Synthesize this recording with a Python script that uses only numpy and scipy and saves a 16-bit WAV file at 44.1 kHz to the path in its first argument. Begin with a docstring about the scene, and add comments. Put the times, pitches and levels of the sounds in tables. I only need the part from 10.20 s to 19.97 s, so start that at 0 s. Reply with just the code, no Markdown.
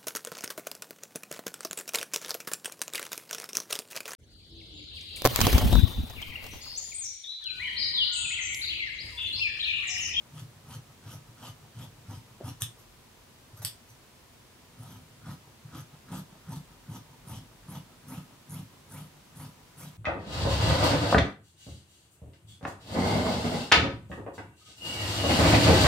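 """A small, dry room: tailor's shears cut cloth on a hollow table, in two runs of strokes.
Per stroke the lower blade lands, the edges scrape, threads snap ever faster, the shears shut softly and reopen.
Late in the second run the blades open wider and hiss. Something knocks once near the end of the first run;
between the runs the shears twice clack shut in the open. Random grains and noise drive resonant filters,
struck bodies are sums of dying sines; room noise, faint hums and a deep rumble lie beneath."""
import sys
import numpy as np
from scipy import signal
from scipy.fft import rfft, irfft, next_fast_len
from scipy.io import wavfile
from scipy.ndimage import uniform_filter1d

SR = 44100
rng = np.random.default_rng(int(sys.argv[2]) if len(sys.argv) > 2 else 0)


def waveform_to_disk(signal):
    """Save audio, clipped to [-1, 1], as 16-bit WAV at the path in sys.argv[1]."""
    frames = np.transpose(np.atleast_2d(signal))
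    scaled = np.clip(frames, -1, 1) * 32767
    samples = np.round(scaled).astype(np.int16)
    wavfile.write(sys.argv[1], SR, samples)


N = 430857
TIME = np.arange(N) / SR
FREQS = np.fft.rfftfreq(N, 1 / SR)


def amp(db):
    """Decibels to gain."""
    return 10 ** (np.asarray(db) / 20)


def unit(x):
    """Scales to rms 1."""
    return x / np.sqrt(np.mean(x ** 2) + 1e-20)


def read(points, hz):
    """Joins table points on a log-frequency axis."""
    f, value = np.transpose(points)
    return np.interp(np.log(hz + 1), np.log(f + 1), value)


def add(mix, s, sound):
    """Mixes a sound in at time s."""
    part = mix[max(round(s * SR), 0):][:len(sound)]
    part += sound[:len(part)]


def humps(peaks, hz):
    """Power response of a set of resonances."""
    return sum(amp(db) ** 2 / (1 + ((hz - f) / width * np.sqrt(2)) ** 2) ** 2 for f, width, db in peaks)


def colour(x, base, peaks=(), size=4096):
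    """Causal filter of unit energy: resonances standing on a broad base."""
    hz = abs(np.fft.fftfreq(size, 1 / SR))
    log_gain = np.log(amp(read(base, hz)) ** 2 + humps(peaks, hz)) / 2
    minimum_phase = np.exp(np.conj(signal.hilbert(log_gain)))
    taps = np.fft.ifft(minimum_phase).real[:size // 2]
    return signal.oaconvolve(x, taps / np.linalg.norm(taps))[:len(x)]


def resonate(x, hz, width_hz):
    """A resonance that follows the curve hz."""
    turn = np.exp(2j * np.pi * np.cumsum(hz) / SR)
    r = np.exp(-np.pi * width_hz / SR)
    return 2 * (turn * signal.lfilter([1 - r], [1, -r], x / turn)).real


def high_pass(x, corner_hz):
    """Takes away what lies under the corner."""
    return irfft(rfft(x) / (1 + (corner_hz / (FREQS + 1)) ** 8), N)


def ring(modes, factor=1, size=13000):
    """Dying sines of a struck body."""
    t = np.arange(size) / SR
    return sum(amp(db - 60 * t / t60) * np.sin(2 * np.pi * hz * factor * t) for hz, db, t60 in modes)


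def grains(per_s, spread_db):
    """Random tiny slips of uneven size."""
    size = rng.standard_normal(N) * amp(spread_db * np.clip(rng.standard_normal(N), -2, 2))
    return unit(size * (rng.random(N) < per_s / SR))


def wobble(cutoff_hz):
    """Smooth random curve of rms 1."""
    size = next_fast_len(N, True)
    hz = np.fft.rfftfreq(size, 1 / SR)
    smooth = rfft(rng.standard_normal(size)) * np.exp(-(hz / cutoff_hz) ** 2)
    return unit(irfft(smooth, size)[:N])


def swells(rows):
    """Level curve from (time [s], rise [s], fall [s], level [dB]): the hand's pressure builds and eases."""
    power = np.zeros(N)
    for s, rise_s, fall_s, db in rows:
        near = slice(max(int((s - .5) * SR), 0), int((s + .5) * SR))
        t = TIME[near] - s
        power[near] += amp(db) ** 2 * np.exp(-(t / np.where(t < 0, rise_s, fall_s)) ** 2)
    return np.sqrt(power)


def wander(x, depth_db, size=512, count=5):
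    """As the contact point runs along the blade, resonances come and go."""
    z = signal.stft(x, nperseg=size, noverlap=size * 3 // 4)[2]
    patches = uniform_filter1d(rng.standard_normal(z.shape), count, axis=0)
    patches = uniform_filter1d(patches, 2 * count, axis=1)
    gain = unit(amp(depth_db * np.clip(unit(patches), -2, 2)))
    return signal.istft(z * gain, nperseg=size, noverlap=size * 3 // 4)[1][:N]


# closings of the shears on cloth: (start [s], length [s], blade opening [0-1], crunch pitch [Hz], table rasp [dB],
# thread snaps [dB], edge scrape [dB], drag [dB], landing thud [dB], closing thud [dB])
CUTS = [(0.142, 0.083, 0.14, 1350, -59, -57, -60, -49.5, -40, -35),
        (0.482, 0.084, 0.18, 1310, -53.5, -54, -55.5, -49, -43, -34.5),
        (0.865, 0.09, 0.01, 1320, -53, -53.5, -52.5, -51.5, -39, -35.5),
        (1.212, 0.087, 0.08, 1270, -50, -51.5, -56, -48, -43, -39),
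        (1.574, 0.073, 0.27, 900, -54, -52.5, -57.5, -48, -35.5, -41),
        (1.893, 0.081, 0.4, 935, -53.5, -55, -59.5, -46.5, -35.5, -39),
        (2.248, 0.065, 0.27, 940, -50, -54.5, -54.5, -45.5, -31, -37),
        (4.603, 0.17, 0.35, 1250, -57, -64.5, -60.5, -49.5, -41.5, -45),
        (5.068, 0.068, 0.13, 1200, -50, -57, -56.5, -42, -42, -37),
        (5.538, 0.064, 0.01, 1300, -48.5, -52.5, -52, -46, -60, -38),
        (5.92, 0.07, 0.11, 899, -47.5, -53.5, -48, -37.5, -29.5, -35),
        (6.296, 0.078, 0.3, 960, -49.5, -55, -54, -42, -31.5, -33),
        (6.699, 0.074, 0.46, 969, -49.5, -57, -53.5, -40.5, -35, -42),
        (7.076, 0.099, 0.66, 921, -51.5, -55, -54, -43, -39.5, -37.5),
        (7.49, 0.085, 0.84, 1052, -48.5, -60.5, -55, -42, -38.5, -32),
        (7.884, 0.098, 0.94, 1260, -48.5, -60, -53, -43.5, -45, -32.5),
        (8.303, 0.096, 1, 1200, -53, -60.5, -52, -42.5, -46, -35.5),
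        (8.712, 0.11, 0.89, 950, -52, -61, -53, -46, -46, -39),
        (9.167, 0.095, 0.82, 1100, -53, -59, -53, -45.5, -43, -37.5),
        (9.582, 0.092, 0.85, 1253, -53, -57, -52.5, -49.5, -44, -38.5)]
START, LENGTH, WIDE, CRUNCH_HZ, RASP_DB, SNAPS_DB, SCRAPE_DB, DRAG_DB, LANDING_DB, CLOSING_DB = np.transpose(CUTS)
REOPEN_S = 0.14  # from shut to reopening


def current_stroke():
    """For each moment, the index of the nearest stroke."""
    middle = START + LENGTH / 2
    return np.searchsorted((middle[1:] + middle[:-1]) / 2, TIME)


def travel():
    """How far the nearest stroke has got: 0 as the edges engage, 1 when they are shut."""
    k = current_stroke()
    return (TIME - START[k]) / LENGTH[k]


def opening():
    """How wide the blades were opened for the nearest stroke, 0-1."""
    return np.clip(WIDE, 0, 1)[current_stroke()]


def pressure(db, peak, rise, fall):
    """One swell in every stroke; its peak, rise and fall are shares of the stroke's length."""
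    return swells(zip(START + peak * LENGTH, rise * LENGTH, fall * LENGTH, db))


# threads heard through the blades, base: (frequency [Hz], level [dB])
THREAD_BASE = [(300, -21), (1200, -3), (2200, -10.5), (4000, -1), (7000, -6), (9000, -3.5), (15000, -25)]
# resonances on it: (frequency [Hz], width [Hz], level [dB])
THREAD_PEAKS = [(3120, 450, 5.5), (4600, 300, -25), (6060, 1300, -1)]


def threads(catch, first_hz=1270, last_hz=4400, peak=0.43, wide_later=0.47, zip_db=3, zip_peak=0.67):
    """The bite runs toward the tips, so threads part ever faster; wide strokes bite later and give a rising zip."""
    rate_hz = first_hz * (last_hz / first_hz) ** np.clip(travel(), 0, 1)
    turns = np.cumsum(rate_hz * (1 + .03 * wobble(150))) / SR
    partings = np.diff(np.floor(turns), prepend=0)  # one per whole turn
    snaps = unit(partings * (.4 + grains(SR, spread_db=5)))
    force = pressure(SNAPS_DB, peak + wide_later * WIDE, rise=0.48, fall=0.25)
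    zipping = unit(np.sin(2 * np.pi * turns) * amp(2.5 * wobble(300))) * opening() ** 3
    pull = pressure(SNAPS_DB + zip_db, zip_peak, rise=0.35, fall=0.14)
    return colour(snaps * force * catch, THREAD_BASE, THREAD_PEAKS) + zipping * pull * catch


# rubbing edges, base: (frequency [Hz], level [dB])
RUB_BASE = [(300, -10.5), (1200, -3.5), (2500, -18.5), (6000, -7.5), (8500, -12), (12000, -17),
            (15000, -17)]
# their ring half shut, then wide open: (frequency [Hz], width [Hz], level [dB])
RUB_HALF_SHUT = [(6100, 170, 3.5), (8400, 540, -9), (10800, 220, 1.5), (11650, 190, 4.5), (11900, 300, -11),
                 (13300, 160, -1), (15400, 270, -27)]
RUB_WIDE_OPEN = [(8600, 1050, -4), (10080, 630, -2.5), (11600, 660, -3), (12900, 200, -15), (13900, 190, 0),
                 (15200, 240, -3)]
# empty shears swing open or shut, edge on edge: (time [s], rise [s], fall [s], level [dB])
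EMPTY_SWINGS = [(2.413, 0.0048, 0.0049, -38), (2.6, 0.011, 0.02, -60.5), (3.388, 0.014, 0.0083, -54),
                (3.423, 0.003, 0.012, -44), (3.705, 0.017, 0.02, -63)]


def edges(catch, squeak_hz=9600, climb=0.21, climb_travel=0.68, squeak_width_hz=1500, squeak=0.7):
    """Steel slips on steel. Wide blades hiss at once, climbing as the free blade shortens; half-shut ones grate late."""
    wide = opening()
    slips = grains(4500, spread_db=2.2)
    pitch_hz = squeak_hz * (1 + climb * np.tanh(travel() / climb_travel))
    sliding = unit(slips + squeak * unit(resonate(slips, pitch_hz, squeak_width_hz)))
    early = pressure(SCRAPE_DB, peak=0.097, rise=.13, fall=0.64) * np.sqrt(wide)
    late = pressure(SCRAPE_DB, peak=0.81, rise=0.41, fall=0.23) * np.sqrt(1 - wide)
    grit = grains(7000, spread_db=3)
    grating = np.hypot(late, swells(EMPTY_SWINGS))
    half_shut = colour(grit * grating * catch, RUB_BASE, RUB_HALF_SHUT)
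    return half_shut + colour(sliding * early * catch, RUB_BASE, RUB_WIDE_OPEN)


# table top under the rasp, base: (frequency [Hz], level [dB])
TOP_BASE = [(60, -21), (130, -17.5), (310, -2.5), (390, -12), (800, -8.5), (1600, -17), (2200, -23.5),
            (3200, -19.5), (8000, -48)]
# upper resonances of the top: (frequency [Hz], width [Hz], level [dB])
TOP_PEAKS = [(203, 49, 3), (253, 30, 2), (285.7, 9.3, 9), (507, 15, -1.5), (578, 27, -9.5), (749, 39, -6),
             (895, 64, -1), (993.5, 20.5, 0.5), (1273, 110, -4), (1430, 71, -24)]


def rasp(catch, peak=0.38, wide_later=0.17, focus=0.58, focus_width_hz=350, slide_db=-14, slide_s=0.034):
    """The crunch of the cloth passes down the lower blade into the table; on reopening the blade slides on softly."""
    force = pressure(RASP_DB, peak + wide_later * WIDE, rise=0.36, fall=0.46)
    reopening = START + LENGTH + REOPEN_S
    slide = swells([(s, slide_s, slide_s, db) for s, db in zip(reopening, RASP_DB + slide_db)])
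    fibres = grains(3600, spread_db=1.6)
    fibres = unit(fibres + focus * resonate(fibres, CRUNCH_HZ[current_stroke()], focus_width_hz))
    return colour(fibres * np.hypot(force * catch, slide), TOP_BASE, TOP_PEAKS)


def rustle(catch, rustle_db=-12.0, wide_db=-7, lead_s=0.0036, rise_s=0.041, fall_s=0.055, centre_hz=1350, width_hz=520):
    """The blades are fed forward into the cloth around each stroke's start; narrow openings rustle most."""
    steady_hz = np.full(N, centre_hz)
    fibres = resonate(grains(3000, spread_db=2.5), steady_hz, width_hz)
    fibres = unit(resonate(fibres, steady_hz, width_hz))
    levels_db = RASP_DB + rustle_db + wide_db * WIDE
    return fibres * catch * swells([(s - lead_s, rise_s, fall_s, db) for s, db in zip(START, levels_db)])


# pitch around which the top answers as the shears travel across it: (time [s], pitch [Hz])
TOP_PITCH = [(0, 136.5), (1.6, 119.5), (3.5, 117), (4.7, 125), (5.6, 141), (5.95, 166), (7.1, 142),
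             (7.9, 167), (9.7, 154.5)]


def top_hz(s):
    """Pitch of the table top under the shears at time s."""
    return np.interp(s, *np.transpose(TOP_PITCH))


# low modes of the undamped table top: (frequency [Hz], level [dB], t60 [s])
TOP_MODES = [(86.5, -34, 0.46), (103.8, -2, 0.46), (118.4, 5, 0.22), (150.6, 5.5, 0.19), (179.8, 3, 0.18),
             (211, -4, 0.29), (250.8, 4, 0.18), (288, -22, 0.13)]


def drag(width_hz=140, peak=0.4, wide_later=0.22, resting_db=-64):
    """The lower blade judders along the table: hard within a stroke, faintly just before and after it."""
    judder = resonate(rng.standard_normal(N), top_hz(TIME), width_hz)
    hum = unit(signal.oaconvolve(judder, ring(TOP_MODES))[:N])
    pushing = pressure(DRAG_DB, peak + wide_later * WIDE, rise=0.51, fall=0.66)
    resting = pressure(np.full(len(START), resting_db), peak=1.0, rise=2.2, fall=2.0)
    return hum * np.hypot(pushing, resting)


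# hand and shears bump the table: (time [s], level [dB])
HAND_BUMPS = [(1.676, -41.5), (2.428, -29.5), (2.595, -51), (3.342, -43.5), (3.403, -38.5), (3.45, -34.5),
              (3.707, -50), (5.457, -38)]
NUDGE_DB, NUDGE_WIDE_DB = -45, -12  # reopening nudge; its change at full opening


def thuds(contact_s=0.0088, damping_s=.1, jolt_db=4, jolt_from=0.298, jolt_to=.65):
    """The lower blade lands, jolts once on the way, shuts and reopens; each soft push wakes the hand-damped table."""
    out, top = np.zeros(N), ring(TOP_MODES)
    top = top * np.exp(-TIME[:len(top)] / damping_s)
    t = np.arange(-.025, .025, 1 / SR)
    shut = START + LENGTH
    jolts = START + LENGTH * (jolt_from + (jolt_to - jolt_from) * rng.random(len(START)))
    pushes = [*zip(START, LANDING_DB), *zip(jolts, DRAG_DB + jolt_db), *zip(shut, CLOSING_DB),
              *zip(shut + REOPEN_S, NUDGE_DB + NUDGE_WIDE_DB * WIDE), *HAND_BUMPS]
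    for s, db in pushes:
        push = np.sin(2 * np.pi * top_hz(s) * t) * np.exp(-(t / contact_s) ** 2)
        thud = signal.fftconvolve(push, top)
        add(out, s + t[0], amp(db) * thud / abs(thud).max())
    return out


# shears hit their stop: (time [s], level [dB], resonance factor [1], crack fade [s], ring [dB], chatter [dB],
# dip in the colour [Hz])
STOP_HITS = [(2.42, -18.5, 1.035, 0.001, -29.5, -19.5, 4720), (3.449, -15, 1.0, 0.00055, -32, -17.5, 6400)]
# crack of steel on steel, base: (frequency [Hz], level [dB])
CRACK_BASE = [(200, -11), (700, -14), (1100, -6), (2400, -14), (3400, -5), (5000, -8), (7100, 0),
              (8500, -10), (10000, -3), (12400, 0.5), (14200, -1), (15500, -21)]
# crack resonances before the factor: (frequency [Hz], width [Hz], level [dB])
CRACK_HUMPS = [(1800, 200, -9), (3340, 460, 2), (4700, 370, 5.5), (5310, 180, 5.5), (6070, 130, 6),
               (8200, 570, 6.5), (8860, 530, 4.5), (11100, 660, 2.5), (11950, 980, 2)]
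# blade modes before the factor: (frequency [Hz], level [dB], t60 [s])
STEEL_MODES = [(1775, -1, 0.081), (2510, -4, 0.11), (3400, 4.5, 0.065), (3520, -5, .16), (3650, -2, 0.1),
               (4180, -18, .12), (4480, -13, 0.1), (4300, -16, 0.11), (4930, -6, 0.077), (5470, -8, .13),
               (6020, -17, .08), (6670, -15, .09), (8000, 10, 0.06), (7940, -13, .13), (8500, -17, 0.11),
               (8520, -17, 0.083), (9350, -2, 0.11), (9250, -16, 0.1), (10300, -12, .12),
               (10200, -7, 0.087), (11100, -12, 0.16), (11800, -9, .12), (12100, -3, 0.16),
               (12920, -1, 0.15), (13300, -7, .1), (13900, -5, .1)]


def clacks(chatter_s=0.018, dip_width_hz=700):
    """A very short crack, a brief chatter of edge on edge, and the dying ring of the blades."""
    out = np.zeros(N)
    for s, db, factor, fade_s, ring_db, chatter_db, dip_hz in STOP_HITS:
        blades = ring(STEEL_MODES, factor)
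        t = TIME[:len(blades)]
        fading = np.exp(-t / fade_s) + amp(chatter_db) * np.exp(-t / chatter_s)
        contact = rng.choice([-1, 1], len(t)) * fading
        peaks = [(hz * factor, width, level) for hz, width, level in CRACK_HUMPS]
        crack = colour(contact, CRACK_BASE, peaks)
        dip = signal.iirnotch(dip_hz, dip_hz / dip_width_hz, SR)
        add(out, s, amp(db) * signal.lfilter(*dip, crack + amp(ring_db) * blades))
    return out


# two contacts of one dull knock: (time [s], level [dB])
KNOCK_HITS = [(2.204, -46), (2.2096, -36)]
# its ring: (frequency [Hz], level [dB], t60 [s])
HOLLOW_MODES = [(245, -7, 0.066), (388, 5.5, 0.025), (489, 4.5, 0.021), (580, -1, 0.054), (713, -33, .04)]


def knock(soft_s=0.00092):
    """A hollow, quickly damped knock with a soft start."""
    out, hollow = np.zeros(N), ring(HOLLOW_MODES)
    soft_start = 1 - np.exp(-(TIME[:len(hollow)] / soft_s) ** 2)
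    for s, db in KNOCK_HITS:
        add(out, s, amp(db) * hollow * soft_start)
    return out


# room decay, limited in use to 0.12-0.4 s: (frequency [Hz], t60 [s])
TAIL_T60 = [(100, 0.19), (1000, 0.24), (4000, 0.21), (9000, 0.23), (15000, 0.057)]
# room against direct sound: (frequency [Hz], level [dB])
TAIL_LEVEL = [(100, -29), (200, -31), (400, -4.5), (1000, -4.5), (3500, 2.5), (8000, -5), (15000, -3)]
# lead of the left microphone: (frequency [Hz], phase [rad])
LEFT_LEAD = [(100, 0.077), (1000, 0), (2200, 0.32), (4200, 1.64), (8000, 1.3), (12000, 0.97)]


def room(x, first_s=0.0029, build_s=0.0011, size=16384):
    """The direct sound reaches two close microphones; a short dense tail follows."""
    hz, t, z = signal.stft(rng.standard_normal((2, size)), SR, nperseg=256)
    decay = amp(-60 * t / np.clip(read(TAIL_T60, hz), .12, .4)[:, None])
    decay = decay * (1 - np.exp(-np.maximum(t - first_s, 0) / build_s))
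    decay *= amp(read(TAIL_LEVEL, hz))[:, None] / np.sqrt(size * np.mean(decay ** 2, axis=1, keepdims=True))
    tail = signal.istft(z * decay, SR)[1]
    lead = np.exp(.5j * read(LEFT_LEAD, FREQS))
    direct = irfft(rfft(x) * np.array([lead, lead.conj()]), N)
    return direct + signal.fftconvolve(x[None], tail, axes=1)[:, :N]


# spectrum of room air and microphone hiss: (frequency [Hz], relative density [dB per Hz])
AIR_SPECTRUM = [(12, -38), (20, -17), (48, -6), (70, -4), (113, -2.5), (187, -8.5), (227, -3.5),
                (268, -9.5), (365, -8.5), (554, -11.5), (1020, -14), (1210, -14), (1350, -16),
                (3220, -17.5), (15800, -26)]
# left-right likeness: (frequency [Hz], correlation [-1 to 1])
AIR_LIKENESS = [(60, 0.91), (130, 0.89), (290, 0.6), (640, 0.39), (1410, 0.35), (3100, -0.058),
                (6820, 0.12), (15000, -0.17)]
# faint hums: (frequency [Hz], width [Hz], level over the air [dB])
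ROOM_HUMS = [(128, 9.7, 3), (249, 15, -11), (989, 74, 1.5)]
AIR_DB = -56


def air():
    """Steady room noise with faint hums, alike in both channels in the bass."""
    left, other = rfft(rng.standard_normal((2, N)))
    same = np.clip(read(AIR_LIKENESS, FREQS), -1, 1)
    pair = np.array([left, same * left + np.sqrt(1 - same ** 2) * other])
    shape = amp(read(AIR_SPECTRUM, FREQS)) * np.sqrt(1 + humps(ROOM_HUMS, FREQS))
    return amp(AIR_DB) * unit(high_pass(irfft(pair * shape, N), corner_hz=28.7))


# faint deep rumble: (time [s], level [dB])
RUMBLE_LEVEL = [(0, -81), (1.8, -68), (3, -72), (5.5, -85), (6.6, -67), (7.4, -63), (8, -90), (9.77, -78)]


def rumble(centre_hz=44, width_hz=10):
    """A narrow, deep drone that swells slowly."""
    band = np.exp(-((FREQS - centre_hz) / width_hz) ** 2)
    drone = irfft(rfft(rng.standard_normal(N)) * band, N)
    return amp(np.interp(TIME, *np.transpose(RUMBLE_LEVEL))) * unit(drone)


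def scene(steel_left_db=-0.06, table_left_db=0.17):
    """Shears and table in the room; the blades catch and slip, shaking snaps, scrape, rasp and rustle together."""
    catch = amp(1.7 * wobble(60))
    cutting = wander(threads(catch) + edges(catch), depth_db=4)
    crunch = wander(rasp(catch) + rustle(catch), depth_db=2.2)
    steel = room(cutting + clacks())
    table = room(high_pass(crunch + drag() + thuds() + knock(), corner_hz=63.5))  # the top radiates no deep bass
    sides = np.array([[1], [-1]])
    return steel * amp(steel_left_db * sides) + table * amp(table_left_db * sides) + air() + rumble()


EDGE_HZ = 15800


def record(dry):
    """The recorder's band limit: a linear-phase low-pass."""
    taps = signal.firwin(511, EDGE_HZ, window=("kaiser", 9), fs=SR)
    return signal.oaconvolve(dry, taps[None], "same", axes=1)


dry = scene()
out = record(dry)
waveform_to_disk(out)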